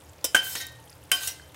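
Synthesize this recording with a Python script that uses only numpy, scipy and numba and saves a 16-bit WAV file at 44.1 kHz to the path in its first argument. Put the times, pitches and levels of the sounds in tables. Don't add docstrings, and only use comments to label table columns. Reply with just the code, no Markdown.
import sys
import numpy as np
from scipy import signal
from scipy.fft import rfft, irfft
from scipy.io import wavfile
from scipy.ndimage import uniform_filter1d
from numba import njit

SR = 44100
rng = np.random.default_rng(int(sys.argv[2]) if len(sys.argv) > 2 else 0)


def persist_wave(psi):
    counts = np.round(np.clip(psi, -1, 1) * 32767).astype(np.int16)
    wavfile.write(sys.argv[1], SR, np.atleast_2d(counts).T)


def gain_from_db(level_db):
    decades = np.asarray(level_db, float) / 20
    return 10 ** decades


N = 68355
T = np.arange(N) / SR
FREQ = np.maximum(np.arange(N // 2 + 1) * SR / N, 1)

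# f/Hz, level/dB
SHEET = [(300, -19), (800, -9.5), (3000, 4), (4300, -3.5), (5400, -1), (6600, 3.5), (8500, 5), (16000, -5)]
# f/Hz, level/dB, T60/s
LIFT_B = [(1565, -46, .3), (2057, -47, .5), (3101, -46, .3), (3806, -42, .2), (4956, -52, .4),
          (5435, -40, .13), (5795, -38, .2), (6400, -44, .22), (10130, -46, .2)]


def unit(x):
    return x / np.sqrt(np.mean(x ** 2))


def read(table, hz):
    table_hz, table_db = np.array(table).T
    return np.interp(np.log(hz), np.log(table_hz), table_db)


def add(out, s, x):
    i = int(s * SR)
    out[i:i + len(x)] += x[:N - i]


def band(x, hz, width):
    return signal.lfilter(*signal.iirpeak(min(hz, SR * .45), hz / width, fs=SR), x)


def walk(rate, count=N):
    k = int(SR / rate)
    steps = np.repeat(rng.standard_normal(count // k + 1), k)
    return 1.74 * uniform_filter1d(uniform_filter1d(steps, k), k)[:count]


def kitchen():
    # f/Hz, level/dB per Hz
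    room_noise = [(30, 2), (60, -5), (100, -2), (200, -23.5), (300, -15), (500, -7.5), (1400, -16.5),
                  (5000, -26.5), (16000, -28.5)]
    # f/Hz, width/Hz, level/dB
    fan = [(78.5, 9.4, -56), (121.2, 4.1, -59.5), (155.9, 4, -66), (294.4, 16, -64), (527, 14, -71),
           (891, 22, -70.5)]
    out = 0
    for hz in 35 * 2 ** np.arange(0, 9, .5):
        window = np.maximum(1 - np.abs(np.log2(FREQ / hz)) * 2, 0) ** .5
        noise = irfft(rfft(rng.standard_normal(N)) * window * gain_from_db(read(room_noise, FREQ)), N)
        out = out + noise * gain_from_db(0.15 * walk(8.0))
    hum = sum(gain_from_db(db) * unit(band(rng.standard_normal(N), hz, w)) for hz, w, db in fan)
    return gain_from_db(-54) * unit(out) + hum


def food():
    # t/s, level/dB, f/Hz
    pops = [(0.0376, -49, 11000), (0.095, -49, 7500), (0.189, -49.5, 2480), (0.769, -54, 8400),
            (.8, -53, 10500), (0.856, -48.5, 12300), (.881, -52, 8550), (.8964, -46.5, 5400),
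            (0.901, -43, 10400), (0.915, -48.5, 1900), (0.928, -46.5, 4770), (.964, -58, 14500),
            (1.03, -56, 7900), (1.036, -55, 13900), (1.053, -55, 6660), (1.397, -40.5, 1660),
            (1.415, -47, 4470), (1.478, -54, 8100), (1.488, -52, 12600), (1.53, -80, 12000)]
    pop_s, pop_q = 0.0033, 7.6
    fizz_per_s, fizz_db = 120, -58
    out, t = np.zeros(N), T[:int(.02 * SR)]
    c = rng.random((int(fizz_per_s * N / SR), 3))
    small = [(a * T[-1], fizz_db - 2.0 * np.log(b + 1e-3), 2500 * 6 ** h) for a, b, h in c]
    for s, db, hz in small + pops:
        pop = unit(band(rng.standard_normal(len(t)), hz, hz / pop_q))
        add(out, s, gain_from_db(db) * pop * np.exp(-t / pop_s))
    return out


@njit
def modes(pole, size, length):
    out = np.zeros(length)
    for k in range(len(pole)):
        z, i = size[k], 0
        while i < length and abs(z.real) + abs(z.imag) > 1e-6:
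            out[i] += z.imag
            z *= pole[k]
            i += 1
    return out


def sheet(hz, chance, tilt_db, decay):
    t60_at_3khz, t60_slope, scatter_db = 0.09, -0.27, 5
    db = read(SHEET, hz) + tilt_db * np.log2(hz / 3000) + scatter_db * chance[0]
    t60 = decay * t60_at_3khz * (hz / 3000) ** t60_slope * gain_from_db(2.0 * chance[1])
    pole = np.exp((2j * np.pi * hz - np.log(1000) / t60) / SR)
    size = gain_from_db(db) * np.exp(2j * np.pi * chance[2]) / np.sqrt(np.sum(gain_from_db(db) ** 2) / 2)
    return modes(pole, size, int(.2 * SR))


def struck(table):
    wobble_db, wobble_per_s = 1.2, 45
    t = T[:int(.4 * SR)]
    out = np.zeros(len(t))
    for k, (hz, db, t60) in enumerate(table):
        level = gain_from_db(db + wobble_db * walk(wobble_per_s, count=len(t)))
        decay = np.exp(-np.log(1000) * t / max(t60, .02))
        out += (-1) ** k * level * decay * np.sin(2 * np.pi * hz * t)
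    return out


def patchy(x):
    patch_db, patches_per_s = 1.7, 35
    spectrum = rfft(x)
    out = np.zeros(N)
    for hz in 300 * 2 ** (np.arange(19) / 3):
        window = np.maximum(1 - np.abs(np.log2(FREQ / hz)) * 3, 0)
        out += irfft(spectrum * window, N) * gain_from_db(patch_db * walk(patches_per_s))
    return out


def drag(hz):
    # t/s, pressure/dB, brightness/dB (top raised, low lowered)
    first = [(.37, -42, 15), (.41, -44.5, -12), (.435, -37.5, -1), (.455, -35.5, -2.5), (.5, -36.5, 2),
             (.53, -32, 0), (.548, -42.5, 1), (.556, -33, -6), (.59, -37, -1.5), (.608, -33.5, -3.5),
             (.635, -50.5, -6.5), (.7, -54, -8)]
    second = [(1.138, -34.5, 5), (1.18, -37, -2.5), (1.225, -32, -0.5), (1.245, -32.5, 0), (1.268, -36, 4),
              (1.298, -38, -3), (1.324, -52, 8), (1.381, -73, -8)]
    # f/Hz, level/dB per Hz
    edge = [(300, -32.5), (1000, -21), (2000, -18.5), (4400, -11.5), (8000, -9.5), (12000, -7),
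            (16000, -10)]
    grit_per_s, grit_db = 9000, 2
    hiss_db, ring_db, sing_db = -7, -3.5, -19

    rows = np.array(list(first) + list(second))
    on = sum((T > np.array(d)[0, 0]) & (T < np.array(d)[-1, 0]) for d in (first, second))
    pressure_db = np.interp(T, rows[:, 0], rows[:, 1]) + 0.52 * walk(60.3)
    gain = uniform_filter1d(on * 1., size=400) * gain_from_db(pressure_db)

    c = rng.random((3, N))
    grit = unit((c[0] < grit_per_s / SR) * np.sign(c[1] - .5) * gain_from_db(-grit_db * np.log(c[2] + 1e-4)))
    hiss = gain_from_db(hiss_db) * unit(irfft(rfft(grit) * gain_from_db(read(edge, FREQ)), N))
    body = sheet(hz, 0.5 * rng.standard_normal((3, len(hz))), 0, 1.06)
    recolour = gain_from_db(read(edge, FREQ) - read(SHEET, FREQ))
    ringing = irfft(rfft(grit * gain) * rfft(body, N) * recolour, N)
    scrape = patchy(hiss * gain + gain_from_db(ring_db) * unit(ringing) * np.sqrt(np.mean(gain ** 2)))

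    low = signal.sosfiltfilt(signal.butter(2, 4000, fs=SR, output="sos"), scrape)
    top = signal.sosfiltfilt(signal.butter(2, 10500, "high", fs=SR, output="sos"), scrape)
    tilt = gain_from_db(np.interp(T, rows[:, 0], rows[:, 2]))
    tilted = low / tilt + (scrape - low - top) + top * tilt

    wall = struck(LIFT_B)
    singing = signal.fftconvolve(grit * gain, wall / np.linalg.norm(wall))[:N]
    return tilted + gain_from_db(sing_db) * singing


def squeaks():
    # t/s, length/s, f/Hz, level/dB
    squeak_table = [(.475, .06, 7337, -45), (.47, .04, 13445, -45), (.48, .05, 12250, -46),
                    (.51, .06, 5270, -45), (.55, .07, 5449, -43), (.55, .04, 3850, -44),
                    (.55, .05, 4367, -46), (.55, .03, 1855, -43), (.595, .04, 9070, -44),
                    (.6, .04, 6230, -46), (1.2, .1, 9695, -44), (1.24, .09, 5400, -44),
                    (1.27, .07, 5795, -44), (1.23, .06, 6800, -45), (.6, .04, 6900, -46)]
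    width_hz = 27
    out = np.zeros(N)
    for s, length_s, hz, db in squeak_table:
        x = band(rng.standard_normal(int(.12 * SR)), hz, width_hz)
        x = x[-int(min(length_s, .11) * SR):]
        add(out, s, gain_from_db(db) * unit(x) * np.hanning(len(x)))
    return out


def knocks(hz):
    # t/s, clang level/dB, tilt/dB per octave, decay factor, thud level/dB
    blows = [(0.2432, -17, 8, 0.85, -30.5), (0.2484, -23.5, 3, 0.66, -35), (0.3468, -17, -1.5, 0.33, -32),
             (0.3479, -16.5, 6.5, 0.38, -23.5), (0.3536, -14, -2, 0.32, -27), (0.3612, -26, 4.5, 0.27, -59),
             (0.3626, -22.5, -2.5, 0.98, -41), (0.4422, -27, 30, 0.45, -62), (0.552, -25, -1, 0.68, -33.5),
             (0.564, -42, -3, 0.33, -54), (0.6671, -23.5, 13, 0.13, -71), (1.1156, -12, 6.5, 0.41, -39.5),
             (1.1177, -11.5, -1, 0.2, -52), (1.1194, -24.5, -0.5, 1.53, -43), (1.232, -31.5, 1, 0.67, -47),
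             (1.2733, -23, 3.5, 1.12, -44), (1.544, -40.5, -4.5, 0.41, -68)]
    thud_hz, thud_s, rise_s = 450, 0.005, .0007
    out, t = np.zeros(N), T[:int(.2 * SR)]
    chance = rng.standard_normal((len(blows), 3, len(hz)))
    for (s, db, tilt_db, decay, thud_db), c in zip(blows, chance):
        thud = unit(band(rng.standard_normal(len(t)), thud_hz, thud_hz)) * np.exp(-t / thud_s)
        clang = sheet(hz, c, tilt_db, decay)
        add(out, s, (gain_from_db(db) * clang + gain_from_db(thud_db) * thud) * (1 - np.exp(-t / rise_s)))
    return out


def rings():
    # f/Hz, level/dB, T60/s
    rim = [(300, -36, .07), (518, -32, .09), (620, -34, .09), (1008, -36, .06), (1443, -36, .07),
           (3064, -36, .25), (3590, -31, .08), (3270, -38, .1), (4935, -32, .19), (5143, -33, .2),
           (3803, -40, .1), (5499, -31, .16), (5946, -24, .08), (7290, -36, .2)]
    land = [(269, -31, .06), (550, -29, .08), (951, -34, .05), (1236, -29, .06), (1520, -13.5, .2),
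            (1600, -13.5, .2), (2164, -30, .06), (2442, -27, .08), (2700, -29, .06), (3111, -20, .1),
            (6399, -32, .06), (7481, -30, .06)]
    floor = [(1536, -26, .45), (1478, -31, .25), (1602, -29, .35), (1339, -38, .15), (1570, -21, .05),
             (1230, -42, .2), (1663, -40, .2), (1900, -41, .4), (3058, -26, .6), (3104, -23, .8),
             (3184, -37, .2), (4942, -43, 1), (4959, -43, 1), (523, -40, .15)]
    wall = [(722, -34, .2), (1106, -38, .3), (1553, -29, .45), (1445, -32, .14), (1505, -35, .3),
            (1644, -36, .15), (1575, -19, .055), (2200, -23, .05), (3040, -23, .07), (2560, -27, .07),
            (3091, -17, .19), (3108, -17.5, .19), (4937, -33, .3), (4975, -36, .12)]
    # f/Hz, level/dB, T60/s
    shared = [(2030, -46, .45), (2445, -34, .1), (3806, -42, .3), (5515, -38, .25), (5985, -40, .18),
              (7620, -38, .1), (8660, -40, .15), (9310, -33, .18), (10640, -42, .12)]
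    struck_s = [
        0.2428,
        0.3461,
        0.3628,
        1.1155,
    ]
    # t/s, drop/dB, knock level/dB, shared modes level/dB
    pressed = [
        (.3, -2, 0, -8),
        (.3562, -20, 0, 0),
        (.409, -10, 0, -4),
        (1.19, -4, 0, 0),
    ]
    # t/s, level/dB, rise/s
    lifts = [
        (0.599, 2, 0.0068),
        (1.274, 1, 0.0009),
    ]
    # f/Hz, level/dB, T60/s
    lift_a = [(1553, -41, .35), (1853, -41, .55), (1949, -45, .26), (2140, -43, .22), (3096, -45, .29),
              (3762, -39, .36), (3810, -42, .38), (5505, -45, .19), (9189, -44, .1)]
    # t/s, f/Hz, level/dB, T60/s
    touches = [(.411, 1545, -30, .1), (1.168, 4940, -38, .2), (1.12, 10069, -38, .2),
               (.427, 1560, -33, .08), (.444, 3088, -37, .3), (.467, 1540, -37, .2), (.467, 1585, -41, .25),
               (.5, 3094, -46, .4), (.785, 895, -53, .2), (.71, 920, -58, .3), (.86, 830, -57, .2),
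               (1.208, 1546, -36, .25), (1.219, 3092, -38, .2), (1.23, 4734, -42, .15),
               (1.35, 3100, -57, .8), (1.42, 3098, -58, .3)]
    press_time_s, touch_rise_s = .002, 0.0013

    out = np.zeros(N)
    for s, table, (press_s, drop_db, db, shared_db) in zip(struck_s, (rim, land, floor, wall), pressed):
        x = gain_from_db(db) * struck(table) + gain_from_db(shared_db) * struck(shared)
        choke = 1 + np.tanh((s + T[:len(x)] - press_s) / press_time_s)
        add(out, s, x * gain_from_db(drop_db / 2 * choke))
    for (s, db, rise_s), table in zip(lifts, (lift_a, LIFT_B)):
        x = struck(table)
        add(out, s, gain_from_db(db) * x * (1 - np.exp(-T[:len(x)] / rise_s)))
    for s, hz, db, t60 in touches:
        x = struck([(hz, db, t60)])
        add(out, s, x * (1 - np.exp(-T[:len(x)] / touch_rise_s)))
    return out


def room(near):
    t60_s, tail_db, dull_hz = 0.43, -12.5, 5400
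    t = T[:int(.4 * SR)]
    tail = signal.lfilter(*signal.butter(1, dull_hz, fs=SR), rng.standard_normal(len(t)))
    tail = tail * np.exp(-np.log(1000) * t / t60_s) * (t > .004)
    return gain_from_db(tail_db) * signal.fftconvolve(near, tail / np.linalg.norm(tail))[:N]


def scene():
    hz = 250 + 16500 * ((np.arange(600) + rng.random(600)) / 600) ** 1.3
    near = knocks(hz) + drag(hz) + squeaks() + food()
    return (near + room(near) + rings() + kitchen())[None]


def roll_off(x):
    return signal.sosfilt(signal.butter(12, 17090, fs=SR, output="sos"), x)


def record(dry):
    top_hz, top_shelf_db, bass_cut_hz = 15800, -34, 62
    top = gain_from_db(np.interp(FREQ, [top_hz, top_hz + 150], [0, top_shelf_db]))
    bass = 1 / np.sqrt(1 + (bass_cut_hz / FREQ) ** 8)
    mix = irfft(rfft(dry) * top * bass, N)
    return roll_off(mix)


dry = scene()
out = record(dry)
persist_wave(out)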